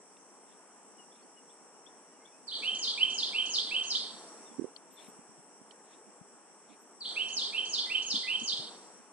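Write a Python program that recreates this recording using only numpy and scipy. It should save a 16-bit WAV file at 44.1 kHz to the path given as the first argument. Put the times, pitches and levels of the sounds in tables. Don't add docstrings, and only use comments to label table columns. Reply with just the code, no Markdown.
import sys
import numpy as np
from scipy import signal
from scipy.fft import rfft, irfft, next_fast_len
from scipy.io import wavfile
from scipy.ndimage import uniform_filter1d, map_coordinates

SR = 44100
rng = np.random.default_rng(int(sys.argv[2]) if len(sys.argv) > 2 else 0)


def digitize_waveform(pressure):
    field = np.atleast_2d(pressure).T
    bounded = np.clip(field, -1, 1)
    quanta = np.round(bounded * 32767).astype(np.int16)
    wavfile.write(sys.argv[1], SR, quanta)


def how_loud(loudness_db):
    steps = np.asarray(loudness_db, float) / 20
    return 10 ** steps


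N = 402191


def unit(x):
    return x / np.sqrt(np.mean(x ** 2) + 1e-20)


def along(points, hz):
    f, v = np.transpose(points)
    return np.interp(np.log(hz + 1), np.log(f + 1), v)


def wobble(rate, size=N):
    knots = rng.standard_normal(int(size * 400 / SR) + 4)
    return map_coordinates(knots, [np.arange(size) * rate / SR])


def swell(s, db, length):
    return how_loud(db) * np.exp(-((np.arange(N) / SR - s) / length) ** 2)


def filtered(x, response):
    m = next_fast_len(N + 8192)
    return irfft(rfft(x, m) * response(np.fft.rfftfreq(m, 1 / SR)), m)[..., :N]


def ports(pair, alike, lead, lean):
    def blend(hz):
        turn = np.arccos(np.clip(along(alike, hz), -1, 1)) / 2
        return np.array([np.cos(turn), np.sin(turn)])

    def offset(hz):
        half = how_loud(along(lean, hz) / 2) * np.exp(.5j * along(lead, hz))
        return np.array([half, 1 / half])

    mid, side = filtered(pair, blend)
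    return filtered(np.array([mid + side, mid - side]), offset)


def rush(spectrum, patchy_db):
    z = signal.stft(rng.standard_normal((2, N)), nperseg=512)[2]
    field = uniform_filter1d(rng.standard_normal(z.shape[1:]), size=6, axis=0)
    field = uniform_filter1d(field, size=12, axis=1)
    pair = signal.istft(z * how_loud(patchy_db * unit(field)), nperseg=512)[1][:, :N]
    return unit(filtered(pair, lambda hz: how_loud(along(spectrum, hz))))


def whistle(shape, overtone_db):
    s, hz, db = np.transpose(shape)
    t = np.arange(round(s[-1] * SR)) / SR
    turn = 2 * np.pi * np.cumsum(np.interp(t, s, hz)) / SR
    edge = signal.windows.tukey(len(t), .1)
    return edge * how_loud(np.interp(t, s, db)) * (np.sin(turn) + how_loud(overtone_db) * np.sin(2 * turn))


# freq_hz [Hz], t60_s [s]
WOOD_T60 = [(2050, 0.28), (2400, 0.88), (3200, 0.69), (4500, 0.93), (7000, 0.54)]


def add_with_echo(out, s, note, near_db, wet_db, deep_db, reach):
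    hz, t, z = signal.stft(rng.standard_normal((2, SR)), SR, nperseg=256)
    decay = how_loud(-60 * t / along(WOOD_T60, hz)[:, None])
    tail = signal.istft(z * decay, SR, nperseg=256)[1][:, :SR]
    t = np.arange(SR) / SR
    near, thicket = how_loud(near_db - 60 * t / 0.067), how_loud(wet_db - 10 * (t / reach) ** 3)
    trunks = how_loud(1.6 * wobble(70, size=SR))
    path = tail * (near + thicket + how_loud(deep_db)) * trunks / np.sqrt(SR / 20)
    path[0, 0] = 1.1
    heard = signal.fftconvolve(note[None], path, axes=1)
    out[:, round(s * SR):][:, :heard.shape[1]] += heard


# time_s [s from note start], pitch_hz [Hz], level_db [dB]
OPENER = [(0, 4965, -17), (.008, 4590, 0.5), (.018, 4067, 2), (.028, 3534, -13), (.04, 3600, -10),
          (.044, 3450, -51)]
CHIP = [(0, 2744, -18), (.004, 3062, -7.5), (.008, 3183, 0), (.012, 3464, 1), (.015, 3680, -0.5),
        (.021, 4400, -4.5), (.026, 4520, -5.5), (.034, 4560, -17.5)]
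GRACE = [(0, 1985, -12), (.008, 2062, -15), (.024, 2025, -8.5), (.034, 2030, -19)]
SLUR = [(0, 2188, -9), (.008, 2460, -6), (0.015, 2640, -0.5), (0.022, 2683, 0), (.04, 2940, 1.5),
        (0.053, 3033, 0.5), (.058, 3121, 1.5), (.074, 3222, -17.5), (0.081, 3203, -37)]
TICK = [(0, 5290, 1.5), (.003, 6020, 3), (.007, 6700, 3.5), (.011, 7060, -16.5)]
TOCK = [(0, 3790, -4.5), (.004, 4300, -4), (.009, 4650, -4), (.013, 4730, -16)]
FALL = [(0, 7296, -18.5), (.01, 6690, -9.5), (.028, 6202, -11), (.043, 5550, -15.5), (.047, 5327, -1.5),
        (.056, 4563, 1), (.064, 4050, -3), (.072, 3583, -3), (.084, 3496, -32)]
# start_s [s], level_db [dB]
PHRASES = [
    (2.47, -33),
    (7.003, -35),
]
# slur_start_s [s], slur_db [dB], held_top_push_db [dB], fall_and_chip_db [dB], fall_after_slur_s [s]
MOTIFS = [
    (2.621, -37.5, 13.5, -31, 0.16),
    (2.974, -33, 11.5, -31, .16),
    (3.33, -33, 8, -30, 0.16),
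    (3.707, -36.5, 11.5, -30.5, 0.15),
    (7.158, -35, 4.5, -31.5, .163),
    (7.525, -35, 9, -30, .161),
    (7.896, -32, 5.5, -30, 0.16),
    (8.268, -34.5, 8.5, -32, .16),
]
# motif_number [count from 0], level_db [dB]
GRACED = [
    (3, -51),
    (6, -34),
    (7, -35),
]
# freq_hz [Hz], then likeness [0-1], left_lead_rad [rad] or left_over_right_db [dB]
SONG_ALIKE = [(2000, 1), (3200, 0.91), (4500, 0.2), (7000, 0.3)]
SONG_LEAD = [(2000, -.3), (2580, -1.1), (3960, -1.4), (4400, -1.9), (5400, -2.6), (6800, -3.4)]
SONG_LEAN = [(2000, -5), (3100, -4), (4300, -1.5), (5500, 0), (7000, -3)]


def wren():
    notes = [(MOTIFS[k][0] - .036, db, GRACE) for k, db in GRACED]
    for s, db in PHRASES:
        notes += [(s, db, OPENER), (s + .042, db + 1, CHIP)]
    for s, slur_db, push, db, fall_after in MOTIFS:
        slur = [(u, hz, level + push * (hz > 3100)) for u, hz, level in SLUR]
        tick_s, fall_s = s + .125, s + fall_after
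        notes += [(s, slur_db, slur), (tick_s, db - 17, TICK), (tick_s, db - 14, TOCK)]
        notes += [(fall_s, db, FALL), (fall_s + .087, db, CHIP)]
    out = np.zeros((2, N + 2 * SR))
    for s, db, shape in notes:
        note = how_loud(db) * whistle(shape, overtone_db=-44.5)
        add_with_echo(out, s, note, near_db=3.5, wet_db=1.5, deep_db=-5.5, reach=.19)
    return ports(out[:, :N], SONG_ALIKE, SONG_LEAD, SONG_LEAN)


# time_s [s], peak_db [dB], pitch_hz [Hz], cycles [count]
ON_RIGHT = [(4.144, -45.5, 227, 2.8), (4.589, -27, 260, 2.4), (4.5963, -15, 320, 2), (4.613, -28, 330, 1.8),
            (4.622, -21.5, 315, 2.548), (4.634, -35, 350, 2.7), (4.645, -18.5, 375, 1.76),
            (4.653, -27, 397, 2.7), (4.668, -39, 450, 1.9), (4.681, -40, 427, 5.7), (5.193, -40, 220, 1.9),
            (5.295, -46, 186, 2.5), (5.617, -40, 234, 1.9)]
ON_LEFT = [
    (5.087, -39, 223, 2.7),
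    (5.394, -47.5, 164, 3.9),
    (6.216, -35, 194, 1.95),
    (8.143, -30, 256, 2.3),
    (8.157, -37.5, 246, 4.3),
    (8.175, -39, 233, 3.2),
]
ACROSS = [
    (8.421, -34, 247, 2.4),
    (8.434, -38, 222, 5.3),
    (8.539, -45, 203, 2.7),
    (8.6, -44.5, 150, 3.2),
]


def wind():
    shelter_db, graze_db = 19, 15
    sides = [(ON_LEFT, [[0], [-shelter_db]]), (ON_RIGHT, [[-shelter_db], [0]]), (ACROSS, [[0], [-graze_db]])]
    out, t = np.zeros((2, N + SR)), np.arange(-2000, 2000) / SR
    for puffs, felt_db in sides:
        for s, db, hz, cycles in puffs:
            bell = np.exp(-(2.44 * t * hz / cycles) ** 2)
            swing = bell * (0.0065 + np.cos(2 * np.pi * hz * t * (1 + 6 * t)))
            out[:, round(s * SR) - 2000:][:, :len(t)] += how_loud(db + np.array(felt_db)) * swing
    lumps = how_loud(6 * np.array([wobble(25), wobble(25)]))
    band = [(20, -45), (60, -40.5), (100, -4.5), (140, -31.5), (200, 13.5), (300, 10.5), (500, -45.5),
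            (900, -82)]
    return out[:, :N] + how_loud(-64.0) * unit(lumps * rush(band, patchy_db=-0.1))


# start_s [s], left_over_right_db [dB], level_db [dB], lower_mode_hz [Hz], upper_over_lower_db [dB]
CREAKS = [
    (.168, -1, -40, 2650, -4),
    (4.762, 25, -35.5, 3190, 6.5),
    (4.989, 2, -36.5, 3270, -19),
    (5.709, -12.5, -30.5, 3100, -9),
]


def hand():
    out, t = np.zeros((2, N + SR)), np.arange(2000) / SR
    contact = 3 * (1 - np.exp(-t / .003)) ** 2
    scrape_band = signal.butter(2, [2300, 5200], 'band', fs=SR)
    for s, lean_db, db, hz, upper_db in CREAKS:
        modes = np.sin(2 * np.pi * hz * t) + how_loud(upper_db) * np.sin(2 * np.pi * 1.38 * hz * t)
        ring = how_loud(db - 60 * t / .0073) * modes
        grit = signal.lfilter(*scrape_band, rng.standard_normal(len(t)))
        ring = ring + how_loud(db - 22 - 60 * t / .035) * grit
        sides = how_loud(6 + np.array([[lean_db], [-lean_db]]) / 2)
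        out[:, round(s * SR):][:, :len(t)] += sides * ring * contact
    return out[:, :N]


# time_s [s], level_db [dB], pitch_hz [Hz], time_to_fall_9_db_s [s]
SQUEAKS = [
    (4.94, -56, 13050, .018),
    (5.02, -76, 13200, .07),
    (5.092, -64, 12150, .015),
    (5.05, -78, 12100, .06),
    (4.76, -78, 11400, .02),
    (6.82, -65, 13200, .02),
    (6.885, -76, 12800, .015),
]


def strap():
    t, out = np.arange(N) / SR, 0
    sides_rad = np.array([[.55], [-.55]])
    for s, db, hz, length in SQUEAKS:
        out = out + swell(s, db, length) * np.sin(2 * np.pi * hz * t + 1.8 * wobble(300) + sides_rad)
    return out


# time_s [s], peak_db [dB], time_to_fall_9_db_s [s]
BRUSHES = [
    (.51, -68, .05),
    (1.19, -67, .05),
    (5.0, -61, .07),
    (5.92, -59.5, .045),
    (6.72, -61, .035),
]
# freq_hz [Hz], density_db [dB per Hz]
RUBBED = [(1500, -24), (2300, 2.5), (3000, -7), (3600, 0), (4500, -13), (6000, -23.5), (9000, -59)]


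def leaves():
    gain = sum(swell(*row) for row in BRUSHES) * how_loud(2.5 * wobble(60))
    return ports(gain * rush(RUBBED, patchy_db=3), [(3000, 0.76)], AIR_LEAD, [(3000, 6.7)])


# start_s [s], slide_db [dB], flick_db [dB]
RIVAL = [
    (.978, -60, -62),
    (1.355, -67.5, -62),
    (1.725, -76.5, -57),
    (2.112, -70, -55.5),
]
# first_hz [Hz], last_hz [Hz], length_s [s]
SLIDE = (2960, 2790, .057)
FLICK = (3250, 3650, .015)
# start_s [s], level_db [dB], first_hz [Hz], last_hz [Hz], length_s [s]
FAR = [
    (1.22, -71, 4300, 4660, .015),
    (2.09, -72, 1850, 2100, .11),
    (2.2, -67, 2080, 2330, .09),
    (2.31, -72, 2480, 2700, .11),
    (.11, -74, 4800, 4830, .012),
    (.492, -72, 3600, 3150, .03),
    (.18, -68, 6350, 6050, .062),
    (4.45, -74, 3700, 3290, .088),
    (4.966, -61, 3550, 3420, .0466),
]


def far_birds():
    calls = [(s, db, *SLIDE) for s, db, _ in RIVAL]
    calls += [(s + .137, db, *FLICK) for s, _, db in RIVAL]
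    out = np.zeros((2, N + 2 * SR))
    for s, db, first, last, length in calls + FAR:
        shape = [(0, first, -9), (length / 3, .7 * first + .3 * last, 0), (length, last, -8)]
        note = how_loud(db) * whistle(shape, overtone_db=-40)
        add_with_echo(out, s, note, near_db=16, wet_db=0, deep_db=-24, reach=.1)
    return ports(out[:, :N], [(3000, 0.63)], AIR_LEAD, [(2300, 2), (3000, 4.8), (5000, 14)])


# freq_hz [Hz], density_db [dB per Hz]
LOW_BUZZ = [(2530, -30.5), (4300, -16.5), (4760, -13), (5650, 7.5), (5860, 5), (6240, -4.5), (6700, -7),
            (8710, -35.5), (14700, -120)]
HIGH_BUZZ = [(3880, -33), (6600, -17.5), (7800, -1), (8180, -2.5), (8460, -6), (9310, -8), (9830, -9),
             (10100, -16), (13100, -31), (22000, -120)]


def insects():
    beat = 2 * np.pi * np.cumsum(57.8 + 0.32 * wobble(3.2)) / SR
    pulsing = 1 + np.clip(0.1 + 0.09 * wobble(1.595), 0, 1) * np.sin(beat)
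    low = how_loud(-60 + 0.49 * wobble(1.88)) * rush(LOW_BUZZ, patchy_db=1.4)
    high = how_loud(-55.5 + 0.44 * wobble(1.9)) * pulsing * rush(HIGH_BUZZ, patchy_db=1.2)
    return low + high


# freq_hz [Hz], density_db [dB per Hz]
HUM = [(18, -58), (30, -35), (102, -42.5), (158, -6), (426, 3), (494, 2), (526, -1.5), (890, 1),
       (2500, -15), (2830, -15), (3570, -23), (3970, -44.5), (4600, -29.5), (5980, -60), (10100, -120)]


def hum():
    return how_loud(-53.5 + 0.49 * wobble(2.054)) * rush(HUM, patchy_db=0.86)


# freq_hz [Hz], then likeness [0-1], left_lead_rad [rad] or left_over_right_db [dB]
AIR_ALIKE = [(60, 0.13), (260, 1), (530, 0.87), (1100, 0.94), (2300, 0.32), (4600, 0.5), (5700, 0.41),
             (7800, 0.45), (9600, .4)]
AIR_LEAD = [(100, 0), (500, .2), (1460, .6), (2300, .2), (3600, .4), (5300, -3.1), (5900, -3.4), (7800, -2),
            (9800, -1.6)]
AIR_LEAN = [(60, -1), (330, 1), (2000, 1), (5500, 0), (9600, 1)]


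def scene():
    background = ports(insects() + hum(), AIR_ALIKE, AIR_LEAD, AIR_LEAN)
    air = wren() + wind() + hand() + leaves() + far_birds() + background
    return filtered(air, lambda hz: how_loud(-.1 * np.maximum(hz - 10250, 0))) + strap()


# from_s [s], until_s [s], lift_db [dB]
LOUD = [
    (2.505, 4.332, 7),
    (4.966, 5.092, 3),
    (7.03, 8.72, 6.5),
]


def low_pass(x):
    return signal.sosfilt(signal.butter(12, 13600, fs=SR, output="sos"), x)


def record(dry):
    rest_db, rise_db_per_s, sink_db_per_s = -6.5, 80, 15
    t = np.arange(N) / SR
    lifts = []
    for start, end, db in LOUD:
        ramp = np.minimum(rise_db_per_s * (t - start), db - sink_db_per_s * (t - end))
        lifts.append(np.clip(ramp, 0, db))
    mix = dry * how_loud(rest_db + np.max(lifts, axis=0))
    return low_pass(mix)


dry = scene()
out = record(dry)
digitize_waveform(out)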